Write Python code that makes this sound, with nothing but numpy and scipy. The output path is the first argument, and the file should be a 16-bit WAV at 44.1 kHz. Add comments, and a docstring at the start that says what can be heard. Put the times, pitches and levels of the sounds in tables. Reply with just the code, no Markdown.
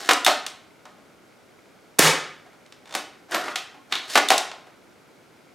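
"""A spring-powered toy rifle in a living room.

The bolt is shoved home and locked and the shot snaps; then the bolt is lifted, drawn back against the
spring, shoved home and locked again. Impacts excite the damped modes of plastic and steel, sliding parts
rub by stick-slip friction, and the room reverberates over a faint hiss and ticking.
A limiter ducks the shot and lets its echo swell back."""
import sys
import numpy as np
from scipy import signal
from scipy.fft import rfft, irfft, next_fast_len
from scipy.io import wavfile
from scipy.ndimage import uniform_filter1d, map_coordinates

SR = 44100
rng = np.random.default_rng(int(sys.argv[2]) if len(sys.argv) > 2 else 0)


def wrap_up_sound(samples):
    """Save the sound to the file named by the first command line argument, as 16-bit audio."""
    columns = np.atleast_2d(samples).T
    # keep every value between -1 and 1, then stretch to whole-number steps
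    tamed = np.clip(columns, -1, 1)
    steps = np.round(tamed * 32767).astype(np.int16)
    wavfile.write(sys.argv[1], SR, steps)


N = 244583
SIZE = 2 ** 15  # samples in one impact or room response
AGE, HZ = np.arange(SIZE) / SR, np.fft.rfftfreq(SIZE, 1 / SR)
IMPACT_GAIN = np.sqrt(.005 * SR)  # raises unit energy to that of 5 ms at rms 1

# reverberation time of the room: f/Hz, t60/s
ROOM_DECAY = [(100, 0.15), (260, 0.61), (700, 0.5), (1840, 0.58), (4850, 0.46), (9000, 0.37), (14000, 0.26)]
# room resonances: f/Hz, bandwidth/Hz, boost/dB
ROOM_MODES = [(152, 18, 4), (300, 30, 2), (597, 14, 4), (1027, 20, 3), (1080, 24, 5), (1254, 22, 6),
              (1415, 40, 4)]
# colour of the echo, dulled by soft furniture: f/Hz, gain/dB
ECHO_COLOUR = [(300, 3.5), (1500, 1), (5000, 0.5), (14000, -3.5)]
# stereo width of sounds in the room: f/Hz, side gain/dB
ROOM_WIDTH = [(100, -35.5), (900, -31.5), (2000, -26), (4000, -19.5), (8000, -15.5), (13000, -20)]
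# spectrum of room air and hiss: f/Hz, level/dB
HUSH_SPECTRUM = [(20, -3), (55, -12), (130, -5), (260, -1), (420, -2), (700, -6), (1150, -11), (1420, -7),
                 (1800, -14.5), (2150, -13), (2600, -16.5), (5700, -21.5), (13200, -30.5), (16000, -38)]
# stereo width of that noise: f/Hz, side gain/dB
HUSH_WIDTH = [(60, -3), (240, -5), (950, -6), (3770, -7), (15000, -13.5)]
# spectrum of sliding friction: f/Hz, level/dB
RUB_SPECTRUM = [(60, -25), (200, -10), (350, 4.5), (520, -0.5), (740, 9), (1000, 1), (1700, 6), (2600, -4),
                (4500, -6.5), (8000, -14.5), (12000, -22), (16000, -35)]
# strokes of the bolt in its tube: start/s, stop/s, level/dB, brightness/dB, extra at breakaway/dB
BOLT_STROKES = [(0, 0.093, -43.5, 10.5, 2.5), (2.87, 2.948, -54, -15, 0), (3.327, 3.515, -38.5, 2, 9),
                (3.921, 4.088, -51.5, 5, 13), (4.103, 4.145, -42, 18.5, 0)]
# spectrum of a heavy contact: f/Hz, level/dB
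KNOCK_SPECTRUM = [(30, -54), (100, -54), (150, -36.5), (200, -16.5), (290, -5), (450, -8.5), (700, -3),
                  (1200, 2), (2200, -3), (4000, -9.5), (7000, -13.5), (12000, -22), (16000, -33)]
# modes of the hollow stock, the steel bolt and the spring: f/Hz, level/dB, t60/s
STOCK_MODES = [(400, -16, .04), (597, -7, .04), (700, -1, .03), (750, 0, .048), (850, -8, .02),
               (1080, -11, .04)]
BOLT_MODES = [(2205, -7, .04), (2870, -8, .03), (3400, 0, .025), (3620, 6, .016), (3770, -1, .05),
              (4010, -5, .06), (4270, -9, .08), (5570, -14, .05), (6700, -14, .04)]
SPRING_MODES = [(11900, -2, .025), (12150, 0, .035)]
# the bolt meets its front stop: t/s, level/dB
BOLT_SLAMS = [(0.0891, -9), (4.154, -8)]
# spectrum of a light contact: f/Hz, level/dB
CLICK_SPECTRUM = [(40, -54), (200, -23), (600, -3.5), (1100, 0.5), (2000, 0.5), (3400, 3.5), (5500, 6),
                  (8500, 5.5), (12000, -3.5), (16000, -14)]
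# modes of a small steel catch: f/Hz, level/dB, t60/s
CATCH_MODES = [(2900, -10, .014), (3600, 0, .016), (4300, -12, .025), (5150, -10, .012), (6350, -8, .012)]
# clicks of catch, trigger and grip: t/s, level/dB, bass/dB, treble/dB
LIGHT_CLICKS = [(0.1328, -18.5, -6, -8), (0.4646, -26, -2, -9), (0.8539, -47, 12, -13),
                (2.662, -52, 0, -17), (2.7234, -43, -3, -19), (3.311, -42, -3, 18), (3.3216, -34, 1, -18),
                (4.3792, -18, -17, -7), (4.515, -33, 10, -24)]
# hands bump the stock: t/s, level/dB, bass/dB
HAND_BUMPS = [(.8536, -44.5, -8), (.982, -51, 17), (2.462, -50.5, 2), (2.53, -51, 6), (3.289, -48, 17),
              (3.744, -46, 12), (4.668, -49, 0)]
# the handle turns down into its notch: t/s, level/dB, steel ring/dB, latch treble/dB
HANDLE_LOCKS = [(0.2639, -10, -12, 20), (4.303, -10.5, -13, 2)]
# spectrum of the shot: f/Hz, level/dB
SHOT_SPECTRUM = [(30, -35.5), (70, -29), (120, -19), (152, -1.5), (185, -12.5), (350, 0.5), (900, 3.5),
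                 (2000, 3), (3500, -2.5), (7000, -6), (11000, -12), (16000, -21.5)]
# sear slip, spring release, piston slam and air crack:
# t/s, level/dB, contact t60/s, bass/dB, treble/dB, clink/dB, room/dB
SHOT_STAGES = [(1.9858, -17.5, 0.049, -5, 3.5, -19.5, 0), (1.99, 3, 0.011, -3.5, 13, -26.5, -11.5),
               (1.995, -4.5, 0.011, 1, 1, -21.5, 3), (1.999, -3.5, 0.013, -14, 5, -26, 3.5)]
# modes of barrel and body: f/Hz, level/dB, t60/s
BARREL_MODES = [(152, -5, .16), (360, -8, .06), (748, -3, .08), (1583, -3, .11), (1766, 1, .13),
                (2051, 1, .12)]
# knocks of cam, sear and bolt: t/s, level/dB, bass/dB, bite/dB, treble/dB, stock/dB, steel ring/dB
COCKING_KNOCKS = [(2.9497, -20, 7, 6, 9, -6, -21), (3.3447, -18, 6.5, 2.5, 1, -4.5, -30),
                  (3.4805, -25.5, -11, -4, -30, -32, -28), (3.557, -21, -23, 14.5, 10.5, -12, -20),
                  (3.9231, -19, -1, 8.5, 1.5, -16, -1), (3.953, -25, -10, 19, 9.5, -19, -0.5)]


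def amp(db):
    """Amplitude ratio of a level in decibels."""
    return 10 ** (np.asarray(db) / 20)


def fade(t, t60):
    """Exponential decay by 60 dB in t60."""
    return np.exp(-np.log(1000) * t / t60)


def unit_rms(x):
    """Normalisation to rms 1."""
    return x / np.sqrt(np.mean(x ** 2))


def unit_energy(x):
    """Normalisation to energy 1."""
    return x / np.linalg.norm(x)


def along(points, hz):
    """Interpolation of (f/Hz, value) points on a logarithmic frequency axis."""
    f, v = np.transpose(points)
    return np.interp(np.log(hz + 1), np.log(f), v)


def filtered(x, response):
    """Linear filtering: the spectrum of x is multiplied by a frequency response."""
    size = next_fast_len(x.shape[-1] + SR // 4)
    return irfft(rfft(x, size) * response(np.fft.rfftfreq(size, 1 / SR)), size)[..., :x.shape[-1]]


def shaped(x, colour_db, bins):
    """Minimum-phase filtering gives x a smoothed spectrum and energy 1; its fine structure stays."""
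    spectrum = rfft(x)
    envelope = np.sqrt(np.abs(uniform_filter1d(np.abs(spectrum) ** 2, size=bins)))
    cepstrum = irfft(np.log(amp(colour_db) / envelope))
    cepstrum[1:SIZE // 2] *= 2  # folding the cepstrum makes the filter causal
    cepstrum[SIZE // 2 + 1:] = 0
    return unit_energy(irfft(spectrum * np.exp(rfft(cepstrum))))


def add(track, s, sound):
    """Superposition of a stereo sound on the track at time s."""
    part = track[:, round(s * SR):][:, :sound.shape[1]]
    part += sound[:, :part.shape[1]]


def in_room(x, room_db, gap_s=.0077, early_db=3, early_t60=.16, near_db=-9, direct_side_db=-1):
    """Reverberation: early reflections and a diffuse tail follow the direct sound, nearly in mono."""
    hz, t, noise = signal.stft(rng.standard_normal((2, SIZE)), SR, nperseg=256)
    decay = fade(t, along(ROOM_DECAY, hz)[:, None]) + amp(early_db) * fade(t, early_t60)
    tails = signal.istft(noise * decay, SR, nperseg=256)[1][:, :SIZE]
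    tails *= np.interp(AGE, [0, gap_s / 2, gap_s], [0, amp(near_db), 1])
    peaks_db = sum(db / (1 + (2 * (HZ - f) / width) ** 2) for f, width, db in ROOM_MODES)
    responses = [shaped(tail, along(ECHO_COLOUR, HZ) + peaks_db, bins=40) for tail in tails]
    mid, side = (amp(room_db) * signal.fftconvolve(x, h)[:len(x)] for h in responses)
    side = filtered(side + amp(direct_side_db) * x, lambda f: 1j * amp(along(ROOM_WIDTH, f)))
    return np.array([x + mid + side, x + mid - side])


def hush(mid_db=-54.5):
    """Stationary noise of room air and microphone hiss, partly correlated between the channels."""
    mid, side = filtered(rng.standard_normal((2, N)), lambda f: amp(along(HUSH_SPECTRUM, f)))
    mid = unit_rms(mid)
    side = filtered(unit_rms(side), lambda f: amp(along(HUSH_WIDTH, f)))
    return amp(mid_db) * np.array([mid + side, mid - side])


def faint_ticking(tick_hz=2200, beat_hz=60, db=-55, share=.69, width_s=.001, scatter_db=3):
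    """Gaussian tone pulses fall at random on a steady beat, like a small motor stepping."""
    beat = np.arange(N) / SR * beat_hz
    count = int(beat[-1]) + 1
    sounding = rng.random(count) < share
    strength = sounding * amp(db + scatter_db * rng.standard_normal(count))
    t = (beat % 1 - .5) / beat_hz
    return strength[beat.astype(int)] * np.exp(-(t / width_s) ** 2) * np.sin(2 * np.pi * tick_hz * t)


def bolt_slide(slips_per_s=500, rough_db=4, rise_db_per_s=802, fall_db_per_s=501.5, breakaway_s=.07):
    """Stick-slip friction: the bolt rubs unevenly, throaty when drawn and hissing when pushed."""
    t = np.arange(N) / SR
    grip = map_coordinates(rng.standard_normal(N), [t * slips_per_s], order=1)
    slips = rng.standard_normal(N) * amp(rough_db * grip)
    rub = unit_rms(filtered(slips, lambda f: amp(along(RUB_SPECTRUM, f))))
    hiss = filtered(rub, lambda f: 1 - 1 / (1 + (f / 3200) ** 4))
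    out = np.zeros(N)
    for start, stop, db, bright_db, breakaway_db in BOLT_STROKES:
        edges_db = rise_db_per_s * np.minimum(t - start, 0) + fall_db_per_s * np.minimum(stop - t, 0)
        sticking = np.exp(-(np.maximum(t - start, 0) / breakaway_s) ** 2)  # gives way to sliding
        out += amp(db + edges_db + breakaway_db * sticking) * (rub + (amp(bright_db) - 1) * hiss)
    return in_room(out, room_db=-5)


def crack(colour_db, t60, rise_s=.001, rebound_s=.0023, rebound_db=-5):
    """Contact noise: two surfaces meet, chatter briefly and touch once more on the rebound."""
    touch = lambda t: (1 - np.exp(-(t / rise_s) ** 2)) * fade(t, t60)
    force = touch(AGE) + amp(rebound_db) * touch(np.maximum(AGE - rebound_s, 0))
    return shaped(rng.standard_normal(SIZE) * force, colour_db, bins=200)


def ring(modes, rise_s=.001):
    """Free vibration: a sum of damped modes, with slightly new strengths at each blow."""
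    sound = np.zeros(SIZE)
    for hz, db, t60 in modes:
        strength = amp(db + rng.standard_normal())
        sound += strength * fade(AGE, t60) * np.sin(2 * np.pi * (hz * AGE + rng.random()))
    return unit_energy(sound * (1 - np.exp(-(AGE / rise_s) ** 2)))


def knock(t60, bass_db, bite_db, treble_db, stock_db, steel_db, spring_db, room_db, body_db=0):
    """Impact excitation: a heavy contact cracks and sets stock, bolt and spring ringing."""
    tilt = [(300, bass_db), (600, bass_db / 2 + body_db), (1100, 0), (3300, bite_db), (10000, treble_db)]
    blow = crack(along(KNOCK_SPECTRUM, HZ) + along(tilt, HZ), t60)
    blow += amp(stock_db) * ring(STOCK_MODES, rise_s=.0016)
    blow += amp(steel_db) * ring(BOLT_MODES)
    blow += amp(spring_db) * ring(SPRING_MODES)
    return IMPACT_GAIN * in_room(blow, room_db)


def bolt_slams(rebound_s=.0195, rebound_db=-2.5):
    """Inelastic collision: the bolt hits its front stop and rebounds once, softer and brighter."""
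    out = np.zeros((2, N))
    for s, db in BOLT_SLAMS:
        hit = knock(t60=.024, bass_db=.5, body_db=1.5, bite_db=2, treble_db=-1.5,
                    stock_db=-11.5, steel_db=-19, spring_db=-27, room_db=-2)
        rebound = knock(t60=.042, bass_db=6.5, body_db=-4.5, bite_db=6, treble_db=4.5,
                        stock_db=-4, steel_db=-17, spring_db=-26, room_db=-9)
        add(out, s, amp(db) * hit)
        add(out, s + rebound_s, amp(db + rebound_db) * rebound)
    return out


def snap(spectrum, t60, bass_db, treble_db, clink_db, room_db):
    """A broadband transient with the modal clink of a small steel catch."""
    tilt = [(600, bass_db), (3000, 0), (11000, treble_db)]
    click = crack(along(spectrum, HZ) + along(tilt, HZ), t60) + amp(clink_db) * ring(CATCH_MODES)
    return IMPACT_GAIN * in_room(click, room_db)


def handling():
    """Brief contacts of small parts click; longer, softer contacts of hand and stock thud."""
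    out = np.zeros((2, N))
    for s, db, bass_db, treble_db in LIGHT_CLICKS:
        click = snap(CLICK_SPECTRUM, .0049, bass_db, treble_db, clink_db=-13, room_db=-5.5)
        add(out, s, amp(db) * click)
    for s, db, bass_db in HAND_BUMPS:
        bump = knock(t60=.03, bass_db=bass_db, bite_db=-4, treble_db=-7,
                     stock_db=-4, steel_db=-28, spring_db=-40, room_db=-.5)
        add(out, s, amp(db) * bump)
    return out


def handle_locks(latch_lead_s=.0168, latch_db=-13, settle_s=.015, settle_db=-5.5):
    """Successive impacts: the latch clicks, the handle lands on the resonant stock and settles dully."""
    out = np.zeros((2, N))
    for s, db, steel_db, treble_db in HANDLE_LOCKS:
        latch = snap(CLICK_SPECTRUM, .0048, bass_db=-24, treble_db=treble_db, clink_db=4.5, room_db=-3)
        landing = knock(t60=.0073, bass_db=0, body_db=7, bite_db=8, treble_db=7,
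                        stock_db=-4, steel_db=steel_db, spring_db=-27.5, room_db=-1.5)
        settling = knock(t60=.023, bass_db=1.5, body_db=12.5, bite_db=3, treble_db=1.5,
                         stock_db=-3.5, steel_db=-23, spring_db=-26, room_db=-3.5)
        add(out, s - latch_lead_s, amp(db + latch_db) * latch)
        add(out, s, amp(db) * landing)
        add(out, s + settle_s, amp(db + settle_db) * settling)
    return out


def shot():
    """Release of elastic energy: sear, spring, piston and air crack in quick succession."""
    out = np.zeros((2, N))
    for s, db, *timbre in SHOT_STAGES:
        add(out, s, amp(db) * snap(SHOT_SPECTRUM, *timbre))
    return out


def muzzle(s=1.9935, width_s=.0006, puff_db=10, barrel_db=-7):
    """Air driven out by the piston radiates one pressure pulse; barrel and body ring on."""
    out = np.zeros((2, N))
    u = AGE / width_s - 4
    puff = amp(puff_db) * (u * u - 1) * np.exp(-u * u / 2)  # second derivative of a Gaussian
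    body = amp(barrel_db) * IMPACT_GAIN * ring(BARREL_MODES, rise_s=.0037)
    add(out, s, in_room(puff, room_db=-16) + in_room(body, room_db=-7.5))
    return out


def handle_lift(start_s=2.8557, count=6, first_gap_s=.0185, gap_ratio=.95, first_db=-50, last_db=-31):
    """Stick-slip motion: the handle creaks up its cam, faster and harder as the load grows."""
    out = np.zeros((2, N))
    for k in range(count):
        s = start_s + first_gap_s * (1 - gap_ratio ** k) / (1 - gap_ratio)
        db = first_db + (last_db - first_db) * (k / (count - 1)) ** 2
        slip = snap(CLICK_SPECTRUM, t60=.012, bass_db=12.5, treble_db=-12.5, clink_db=-7.5, room_db=-1)
        add(out, s, amp(db) * slip)
    return out


def cocking(twang_s=3.35, twang_db=-35):
    """Parts collide as the bolt is lifted, drawn and released; the spring vibrates as it takes load."""
    out = np.zeros((2, N))
    for s, db, *timbre in COCKING_KNOCKS:
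        add(out, s, amp(db) * knock(.012, *timbre, spring_db=-40, room_db=-3))
    add(out, twang_s, amp(twang_db) * IMPACT_GAIN * in_room(ring(SPRING_MODES), room_db=-2))
    return out


def scene():
    """Superposition of the rifle's action, its shot and the quiet background."""
    action = bolt_slams() + handle_locks() + handle_lift() + cocking() + bolt_slide() + handling()
    return action + shot() + muzzle() + hush() + faint_ticking()


def record(dry, threshold_db=-6, max_depth_db=17, release_db_per_s=180, low_hz=70, top_hz=16100):
    """Limiting with instant attack and steady release, then soft clipping and band limiting."""
    power = np.abs(uniform_filter1d(np.mean(dry ** 2, axis=0), size=48))
    excess_db = np.clip(10 * np.log10(power + 1e-12) - threshold_db, 0, max_depth_db)
    recovery_db = release_db_per_s * np.arange(N) / SR
    limited = dry * amp(recovery_db - np.maximum.accumulate(excess_db + recovery_db))
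    rounded = limited / (1 + limited ** 6) ** (1 / 6)
    low_cut = signal.butter(2, low_hz, "high", fs=SR)
    return filtered(signal.lfilter(*low_cut, rounded), lambda f: 1 / (1 + (f / top_hz) ** 160))


dry = scene()
out = record(dry)
wrap_up_sound(out)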